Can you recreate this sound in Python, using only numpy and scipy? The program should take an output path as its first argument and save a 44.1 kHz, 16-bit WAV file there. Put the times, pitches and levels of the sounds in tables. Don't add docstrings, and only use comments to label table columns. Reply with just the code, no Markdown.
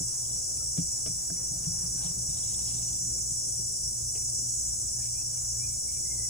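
import sys
import numpy as np
from scipy import signal
from scipy.fft import rfft, irfft, next_fast_len
from scipy.io import wavfile
from scipy.ndimage import uniform_filter1d

SR = 44100
rng = np.random.default_rng(int(sys.argv[2]) if len(sys.argv) > 2 else 0)


def to_wav(s):
    ch = np.atleast_2d(s).T
    pcm = np.round(np.clip(ch, -1, 1) * 32767)
    wavfile.write(sys.argv[1], SR, pcm.astype(np.int16))


N = 277723

# pitch in Hz, relative dB per Hz.
RUMBLE_COMMON = [(20, -4), (45, -17), (75, -5.5), (110, -1.5), (170, -14.5), (215, -19), (400, -25),
                 (700, -27), (1000, -40), (2000, -49), (3500, -37), (4300, -55), (6000, -91)]
# pitch in Hz, relative dB per Hz.
RUMBLE_OPPOSED = [(20, -40), (60, -18), (110, -11.5), (250, -28), (500, -36), (850, -26), (1300, -37.5),
                  (2200, -65), (3000, -39.5), (4300, -50), (6000, -81)]
RUMBLE_RMS_DB, STEADY_BELOW_HZ = -51, 250

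# time in seconds, narrower band in dB rms, wider band in dB rms.
RUSTLE_LEVELS = [(0, -63, -62), (.5, -57.5, -67.5), (1.2, -64, -63), (2.3, -65, -63.5), (3.7, -59.5, -71.5),
                 (5.0, -65.5, -65.5), (6.3, -61, -69)]
GUST_DB, GUST_STEP_S = 2.5, .05

# pitch in Hz, noise width of the first pass in Hz, level in dB rms, sine weight (0: noise only).
HUMS_AND_BAND = [(59.64, 11.8, -50, 0.6), (85.9, 7, -57.5, 0.28), (119.2, 7.4, -49, 0.89),
                 (243.5, 2.9, -69.5, 0.57), (3863, 320, -74, 0)]

# start in seconds, length in seconds, first Hz, turning Hz, last Hz,
# place of the turn (0-1), dB rms at the turn before tremble and echo, husk rms over tone rms.
BIRD_CHIRPS = [(0.364, 0.05, 1460, 1457, 1450, .5, -67, .9), (0.585, 0.05, 1330, 1320, 1350, .4, -64, 0.69),
               (1.363, 0.012, 2100, 2100, 2090, 0.5, -61, 1.2),
               (1.965, 0.057, 1560, 1545, 1520, 0.7, -62, 0.7),
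               (4.932, 0.17, 1690, 1760, 1790, 0.45, -67.5, 0.67),
               (4.995, 0.11, 2380, 2400, 2350, 0.3, -62, 2.4),
               (5.124, .11, 2130, 2406, 2660, 0.37, -60.5, 1.2),
               (5.37, 0.014, 2250, 2280, 2300, .5, -63, 2.0),
               (5.577, 0.12, 2123, 2440, 2390, 0.55, -57, 0.47),
               (5.69, .1, 2420, 2300, 2230, .15, -67, 1.6), (5.875, 0.05, 2250, 2220, 2240, 0, -61, 2.2),
               (5.931, 0.067, 2260, 2340, 2270, 0.5, -59, 3),
               (6.032, 0.16, 1980, 2137, 2030, 0.45, -60, 0.63),
               (6.15, 0.19, 2050, 2018, 2020, .3, -64.5, 0.75)]
CHIRP_ENDS_DB = -12
TREMBLE_DB, TREMBLE_STEP_S = 1.6, .007
ECHO_DB, ECHO_T60_S = -5, .25
HUSK_HZ, HUSK_HZ_PER_SHARE = 60, 78

# pitch in Hz, relative dB, t60 in seconds.
TABLE_MODES = [(100.1, -23, 0.2), (139.7, -24, 0.22), (168, -15, 0.17), (160, 14, 0.042), (271, -8, 0.068),
               (381, -12, 0.058), (474, -18, 0.053)]
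# time at full strength in seconds, peak dB before panning, contact in seconds.
TABLE_BUMPS = [(0.0, -32, 0.00064), (0.785, -21, 0.0031), (1.07, -39, 0.0012), (1.097, -36, 0.0028),
               (1.316, -33.5, 0.0016), (1.508, -37, 0.0088), (1.671, -27, 0.0083), (1.837, -35.5, 0.0049),
               (1.948, -40, 0.0023), (2.05, -32, 0.0052), (2.097, -34.5, 0.0076), (2.179, -41, 0.0027),
               (2.289, -35, 0.0098), (2.737, -36.5, 0.0051), (3.19, -43, 0.0023), (3.593, -40, 0.00093)]
# time in seconds, dB rms before panning.
HAND_LEANING = [(1.2, -73), (1.4, -50), (1.93, -53), (2.3, -57), (2.88, -52.5), (3.3, -60), (3.9, -67),
                (4.1, -73)]

# pitch in Hz, relative dB before tilt, t60 in seconds.
JAR_MODES = [(330, -4, .04), (420, -2, .05), (520, -3, .04), (650, -2, .06), (1280, -4, .015),
             (1650, -5, .012), (2400, -5, .012), (3450, -6, .01)]
# start in seconds, peak dB of ring and clack together before panning, left-right dB,
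# tilt in dB per octave, contact in seconds, clack Hz, clack width per pass in Hz, clack dB over the ring.
JAR_KNOCKS = [(0.576, -49, -1.0, -1, 0.0022, 2450, 700, 2), (0.769, -44.5, 6, -1, 0.023, 2740, 2800, 0),
              (0.773, -39.5, 5, -16, 0.009, 1300, 500, -18),
              (1.062, -32.5, 9, 1.5, 0.0021, 2900, 3200, 1.5),
              (1.067, -39, 0.5, -1, 0.016, 1600, 2600, -12), (1.3002, -38, 6, -4, 0.004, 1430, 1000, -8),
              (1.641, -53, 3, -6, 0.0047, 2900, 600, 4), (3.188, -50, 4, 3, 0.0049, 2000, 3500, -3),
              (3.599, -45, -3, -22, 0.0066, 1500, 2980, -11), (4.148, -42, -4, -16, 0.016, 2530, 800, -5),
              (4.169, -52, -1.0, -13, 0.01, 2260, 500, 3), (4.219, -50, -0.5, -5, 0.0044, 2330, 600, -3)]

# start in seconds, length in seconds, fizz dB, scrape dB.
FINGER_STROKES = [(0.195, 0.33, -63.5, -73), (1.964, 0.19, -54, -55.5), (2.25, 0.31, -57.5, -64.5),
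                  (2.443, 0.24, -60.5, -70), (2.578, 0.33, -54.5, -63.5), (2.802, 0.24, -63, -64.5),
                  (4.127, 0.11, -77, -64), (4.988, 0.12, -62, -74), (5.35, 0.055, -70, -76),
                  (5.66, .1, -67, -77), (5.858, 0.15, -63, -81)]
STROKE_RISE, STROKE_FALL = 0.39, 0.52
# start in seconds, starting dB before panning, pitch in Hz.
GRAIN_TICKS = [(.252, -56, 3200), (2.0113, -64, 3500), (2.0392, -62, 3620), (2.291, -58, 2500),
               (2.2951, -56, 3730), (2.362, -55, 3800), (2.384, -50, 3970), (2.4323, -48, 3400),
               (2.5036, -53, 3850), (2.5421, -46.5, 3550), (2.6523, -54, 3900), (2.684, -61, 2450),
               (2.708, -57, 2850), (2.7795, -51, 3600), (2.8828, -56, 2880), (2.9257, -56, 3460),
               (2.9651, -62, 3450)]
TICK_T60_S, TICK_WIDTH_HZ = 0.057, 320
GRAIN_LOW_HZ, GRAIN_HIGH_HZ, GRAIN_DECAY_CYCLES = 2000, 4500, 7.5

CYCLE_HZ = 116.25
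# place in the cycle (0-1), relative strength in dB, polarity bias before random flips.
RIB_CLICKS = [(.0, -9.5, 0.88), (0.251, -10.5, 0.83), (0.503, -21.5, -1.13), (0.752, -7, -0.71)]
# pitch in Hz, relative dB per Hz.
SONG_SPECTRUM = [(4100, -82), (4600, -26), (5000, -28.5), (5450, -14.5), (6400, -12.5), (6700, -10),
                 (7000, -8.5), (7400, -14), (7900, -2), (8400, -13), (8900, -15), (9700, -18), (10500, -24),
                 (11000, -23.5), (11400, -44.5), (13500, -23), (15500, -28)]
# pitch in Hz, width in Hz before PEAK_WIDTH_FACTOR, relative dB
# before peaks_db, left lead in radians, left-right dB.
FINE_PEAKS = [(5125, 27, -16.6, 0.5, -2.9), (5243, 45, -16.9, -2.2, 3.1), (5469, 36, -1.9, 1.8, 1.4),
              (5577, 45, -3.2, -3.1, 4.7), (5706, 45, -0.7, -1.8, 2.2), (5932, 45, -4.2, -1.0, 2.8),
              (6158, 39, -5.0, 0.1, -2.5), (6331, 45, -6.1, -0.3, -4.6), (6385, 45, -4.9, 0.6, -6.8),
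              (6557, 45, -9.1, 2.2, -1.7), (6869, 45, 0.0, -0.6, -6.0), (7084, 45, -2.5, 0.5, 7.7),
              (7235, 45, -9.8, -1.9, 2.8), (7450, 28, -8.6, -1.3, -5.2), (7623, 45, -4.5, -2.3, -0.5),
              (7720, 34, -4.3, -2.0, 0.7), (7849, 45, -1.2, -1.5, -0.1), (7967, 45, -4, -2.3, 0.9),
              (8005, 30, -2.5, -2.3, 0.5), (8280, 45, -8.0, -2.8, 1.6), (8463, 45, -5.6, 3.1, 2.1),
              (8549, 43, -6.6, 2.3, -0.7), (8592, 42, -5.6, 2.8, -2.3), (8872, 45, -6.6, 2.1, -1.8),
              (9098, 45, -11.3, 1.7, -2.7), (9205, 32, -12.8, 1.4, -2.1), (9550, 45, -9.3, 0.7, -0.8),
              (9679, 36, -13.0, 0.1, -0.3), (10078, 45, -15.7, 0.0, -0.0), (11900, 60, -21.0, 3.1, 0.0),
              (15030, 150, -19.0, -2.0, 0.0)]
WAVER_CENTRES_HZ = [5770, 6530, 8700, 9500]
# time in seconds, whole song in dB,
# extra dB around the second waver pitch.
SONG_SWELL = [(0, 1.5, -2), (.9, 2, -3), (1.9, 1.5, -3), (3.15, 1.5, -0.5), (3.9, 2.5, -5.5),
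              (4.67, 1.5, 0), (5.4, 1, -1.5), (6.3, 2.5, -3.5)]
SONG_RMS_DB, WAVER_DB, WAVER_STEP_S = -31, 0.64, 0.29
FAR_SHARE = .45
RIPPLE_DB, PEAK_WIDTH_FACTOR = 5.5, 1.15
PORT_DELAY_S, IN_PHASE_HZ = 2.53e-4, 10050

EDGE_HZ = 15700


def gain_of(db):
    return 10 ** (np.asarray(db) / 20)


def evened(x):
    return x / np.sqrt(np.mean(x ** 2) + 1e-20)


def read(points, hz):
    point_hz, db = np.transpose(points)
    return np.interp(np.log(hz + 1), np.log(point_hz + 1), db)


def curve(rows, column):
    rows = np.asarray(rows)
    return np.interp(np.arange(N) / SR, rows[:, 0], rows[:, column])


def slowly(rows, step_s):
    knots_s = np.arange(0, N / SR + 2 * step_s, step_s)
    values = rng.standard_normal((rows, len(knots_s)))
    return np.array([np.interp(np.arange(N) / SR, knots_s, row) for row in values])


def wander(hz, step_hz):
    knots_hz = np.arange(0, SR / 2 + step_hz, step_hz)
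    return np.interp(hz, knots_hz, rng.standard_normal(len(knots_hz)))


def add(mix, start_s, sound):
    part = mix[..., round(start_s * SR):][..., :sound.shape[-1]]
    part += sound[..., :part.shape[-1]]


def resonate(x, hz, width_hz):
    turn = np.exp(2j * np.pi * np.cumsum(hz * np.ones(len(x))) / SR)
    r = np.exp(-np.pi * width_hz / SR)
    smooth = signal.lfilter([1 - r], [1, -r], x / turn)
    return 2 * (turn * smooth).real


def ring(modes, tilt_db=0., rise_turns=.01):
    t = np.arange(SR // 4) / SR
    out = np.zeros(len(t))
    for hz, db, t60_s in modes:
        decay = gain_of(db + tilt_db * np.log2(hz / 1000) - 60 * t / t60_s)
        rise = 1 - np.exp(-(t * hz / rise_turns) ** 2)
        out += decay * rise * np.sin(2 * np.pi * hz * t)
    return out


def rumble(patchy_db=3.5):
    frames, hz = N // 256 + 5, np.fft.rfftfreq(1024, 1 / SR)
    a, b, c, d, patches = rng.standard_normal((frames, 513, 5)).T
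    patches = evened(uniform_filter1d(uniform_filter1d(patches, 8, 0), 10, 1))
    depth_db = patchy_db * np.minimum(hz / STEADY_BELOW_HZ, 1)[:, None]
    spectra = np.array([a + 1j * b, c + 1j * d]) * gain_of(depth_db * patches)
    spectra = spectra * gain_of([read(RUMBLE_COMMON, hz), read(RUMBLE_OPPOSED, hz)])[:, :, None]
    mid, side = signal.istft(spectra, nperseg=1024, noverlap=768)[1][:, :N]
    return gain_of(RUMBLE_RMS_DB) * evened(np.array([mid + side, mid - side]))


def rustle():
    out = np.zeros((2, N))
    for column, hz, width_hz in [(1, 256, 640.0), (2, 250, 3300.0)]:
        shared, *own = rng.standard_normal((3, N))
        band = [resonate(resonate(shared + 1.63 * o, hz, width_hz), hz, width_hz) for o in own]
        level_db = curve(RUSTLE_LEVELS, column) + GUST_DB * slowly(1, GUST_STEP_S)[0]
        out += gain_of(level_db) * evened(np.array(band))
    return out


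def hums_and_band():
    t = np.arange(N) / SR
    out = np.zeros(N)
    for hz, width_hz, db, sine_weight in HUMS_AND_BAND:
        noise = resonate(resonate(rng.standard_normal(N), hz, width_hz), hz, width_hz * 2)
        sine = np.sin(2 * np.pi * (hz * t + rng.random()))
        out += gain_of(db) * evened(2 * sine_weight * sine + evened(noise))
    return out


def bird():
    out = np.zeros(N)
    for start_s, length_s, first_hz, turn_hz, last_hz, turn, db, rough in BIRD_CHIRPS:
        u = np.arange(0, length_s, 1 / SR) / length_s
        turn = np.clip(turn, .05, .95)
        away = np.where(u < turn, 1 - u / turn, (u - turn) / (1 - turn))
        hz = turn_hz + (np.where(u < turn, first_hz, last_hz) - turn_hz) * away
        spread_hz = HUSK_HZ + HUSK_HZ_PER_SHARE * rough
        husk = resonate(resonate(rng.standard_normal(len(u)), hz, spread_hz), hz, spread_hz)
        whistle = np.sqrt(2) * np.sin(2 * np.pi * np.cumsum(hz) / SR) + rough * evened(husk)
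        strength = gain_of(db + CHIRP_ENDS_DB * away) * signal.windows.tukey(len(u), .4)
        add(out, start_s, strength * evened(whistle))
    out = out * gain_of(TREMBLE_DB * slowly(1, TREMBLE_STEP_S)[0])
    yard = rng.standard_normal((2, SR // 4)) * gain_of(-60 * np.arange(SR // 4) / SR / ECHO_T60_S)
    echo = signal.fftconvolve(out[None], yard / np.linalg.norm(yard[0]), axes=1)[:, :N]
    return out + gain_of(ECHO_DB) * echo


def table(lag_s=0.00067, build_s=0.00785):
    top = ring(TABLE_MODES, rise_turns=3.8)
    lean = signal.oaconvolve(rng.standard_normal(N), top)[:N]
    out = gain_of(curve(HAND_LEANING, 1)) * evened(lean)
    for full_s, db, contact_s in TABLE_BUMPS:
        push = np.hanning(int(np.clip(contact_s, 2e-4, .02) * SR) + 3)
        bump = np.convolve(top, push)
        add(out, max(full_s - build_s, 0), gain_of(db) * bump / abs(bump).max())
    t = np.arange(N) / SR
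    return np.array([out, np.interp(t - lag_s, t, out)]) * gain_of([[.4], [-.4]])


def knocks(front=1.93, front_s=0.0001, settle=.25, hard_s=0.0034):
    out, t = np.zeros((2, N)), np.arange(2000) / SR
    for start_s, db, pan_db, tilt_db, contact_s, clack_hz, width_hz, clack_db in JAR_KNOCKS:
        swell = np.exp(-t / contact_s) * (1 - np.exp(-t / (settle * contact_s)))
        grit = rng.standard_normal(2000) * swell
        grit = grit + front * min(hard_s / contact_s, 1) * np.exp(-t / front_s)
        knock = np.convolve(ring(JAR_MODES, tilt_db), grit)
        clack = resonate(resonate(grit, clack_hz, width_hz), clack_hz, width_hz)
        add(knock, 0, gain_of(clack_db) * abs(knock).max() * clack / abs(clack).max())
        knock = knock / abs(knock).max()
        add(out, start_s, gain_of(db) * knock * gain_of([[pan_db / 2], [-pan_db / 2]]))
    return out


def stirring(grains_per_s=3000.0):
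    size = gain_of(2.7 * np.minimum(rng.exponential(1, N), 5)) * rng.choice([-1., 1.], N)
    clumps = gain_of(2.4 * evened(uniform_filter1d(rng.standard_normal(N), 500)))
    grains = size * clumps * (rng.random(N) < grains_per_s / SR)
    kind = rng.integers(0, 24, N)
    t = np.arange(600) / SR
    fizz = np.zeros(N)
    for k, hz in enumerate(np.geomspace(GRAIN_LOW_HZ, GRAIN_HIGH_HZ, num=24)):
        grain_ring = hz ** 3.6 * t * np.exp(-t * hz / GRAIN_DECAY_CYCLES) * np.sin(2 * np.pi * hz * t)
        fizz += signal.oaconvolve(grains * (kind == k), grain_ring)[:N]
    fizz = evened(fizz)
    scrape = evened(resonate(rng.standard_normal(N), 696, 280.0))
    now_s, out = np.arange(N) / SR, np.zeros(N)
    for start_s, length_s, fizz_db, scrape_db in FINGER_STROKES:
        u = (now_s - start_s) / length_s
        stroke = np.clip(np.minimum(u / STROKE_RISE, (1 - u) / STROKE_FALL), 0, 1)
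        out += stroke * (gain_of(fizz_db) * fizz + gain_of(scrape_db) * scrape)
    for start_s, db, hz in GRAIN_TICKS:
        tick = resonate(resonate(rng.standard_normal(600), hz, TICK_WIDTH_HZ), hz, TICK_WIDTH_HZ)
        add(out, start_s, gain_of(db - 60 * t / TICK_T60_S) * evened(tick))
    return np.array([out, np.roll(out, 3)]) * gain_of([[1.], [-1.]])


def clicks(length, drift_s, jitter_s, loose):
    place, db, sign = np.transpose(RIB_CLICKS)
    click_s = (np.arange(int(length / SR * CYCLE_HZ) - 1)[:, None] + place) / CYCLE_HZ
    late, flip, slow = rng.standard_normal((3,) + click_s.shape)
    drift = uniform_filter1d(uniform_filter1d(slow.ravel(), size=40), size=40)
    drift = evened(drift).reshape(click_s.shape)
    at = ((click_s + drift_s * drift + jitter_s * late) * SR).astype(int)
    out = np.zeros(length)
    out[np.clip(at, 0, length - 1)] = gain_of(db) * np.sign(sign + loose * flip)
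    return evened(out)


def port_paths(broad, hz, peaks_db):
    rippled = (broad * gain_of(RIPPLE_DB * wander(hz, 22.))) ** 2
    power = np.array([rippled, rippled])
    cross = rippled * np.exp(-2j * np.pi * PORT_DELAY_S * (hz - IN_PHASE_HZ) * (hz > 7400))
    for peak_hz, width_hz, db, lead_rad, pan_db in FINE_PEAKS:
        offset = 2 * (hz - peak_hz) / (PEAK_WIDTH_FACTOR * width_hz)
        peak = (gain_of(db + peaks_db) / (1 + offset ** 2)) ** 2
        power = power + peak * gain_of([[pan_db], [-pan_db]])
        cross = cross + peak * np.exp(1j * lead_rad)
    return np.sqrt(power) * np.array([np.ones(len(hz)), np.exp(-1j * np.angle(cross))])


def wavering(song):
    f, t, z = signal.stft(song, SR, nperseg=512)
    at = np.minimum(t * SR, N - 1).astype(int)
    level_db = WAVER_DB * slowly(len(WAVER_CENTRES_HZ), WAVER_STEP_S)[:, at]
    level_db = level_db + curve(SONG_SWELL, 1)[at]
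    level_db[1] += curve(SONG_SWELL, 2)[at]
    share = np.array([np.interp(f, WAVER_CENTRES_HZ, one) for one in np.eye(len(WAVER_CENTRES_HZ))])
    share = share / (1 + (f / 10800) ** 20)
    return evened(signal.istft(z * gain_of(share.T @ level_db), SR, nperseg=512)[1][:, :N])


def cicadas(spread_s=0.0015, apart=0.61, peaks_db=6.0):
    length = next_fast_len(N + SR)
    hz = np.fft.rfftfreq(length, 1 / SR)
    hiss = rng.standard_normal((3, length))
    near = clicks(length, drift_s=1e-4, jitter_s=6e-5, loose=2.5)
    drive = rfft(np.sqrt(1 - FAR_SHARE) * near + np.sqrt(FAR_SHARE) * hiss[0])
    drive = drive * np.exp(-2j * np.pi * np.cumsum(spread_s * wander(hz, 352.6)) * hz[1])
    broad = gain_of(read(SONG_SPECTRUM, hz))
    song = drive * port_paths(broad, hz, peaks_db)
    others = apart * broad * rfft(hiss[1:]) * (1.33 + 1 / (1 + (hz / 9000) ** 4))
    both = irfft(song + others, length)[:, SR // 2:][:, :N]
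    return gain_of(SONG_RMS_DB) * wavering(both)


def scene():
    return rumble() + rustle() + hums_and_band() + bird() + table() + knocks() + stirring() + cicadas()


def record(dry):
    lowpass = signal.firwin(1023, EDGE_HZ, window=("kaiser", 9), fs=SR)
    return signal.oaconvolve(dry, lowpass[None], "same")


dry = scene()
out = record(dry)
to_wav(out)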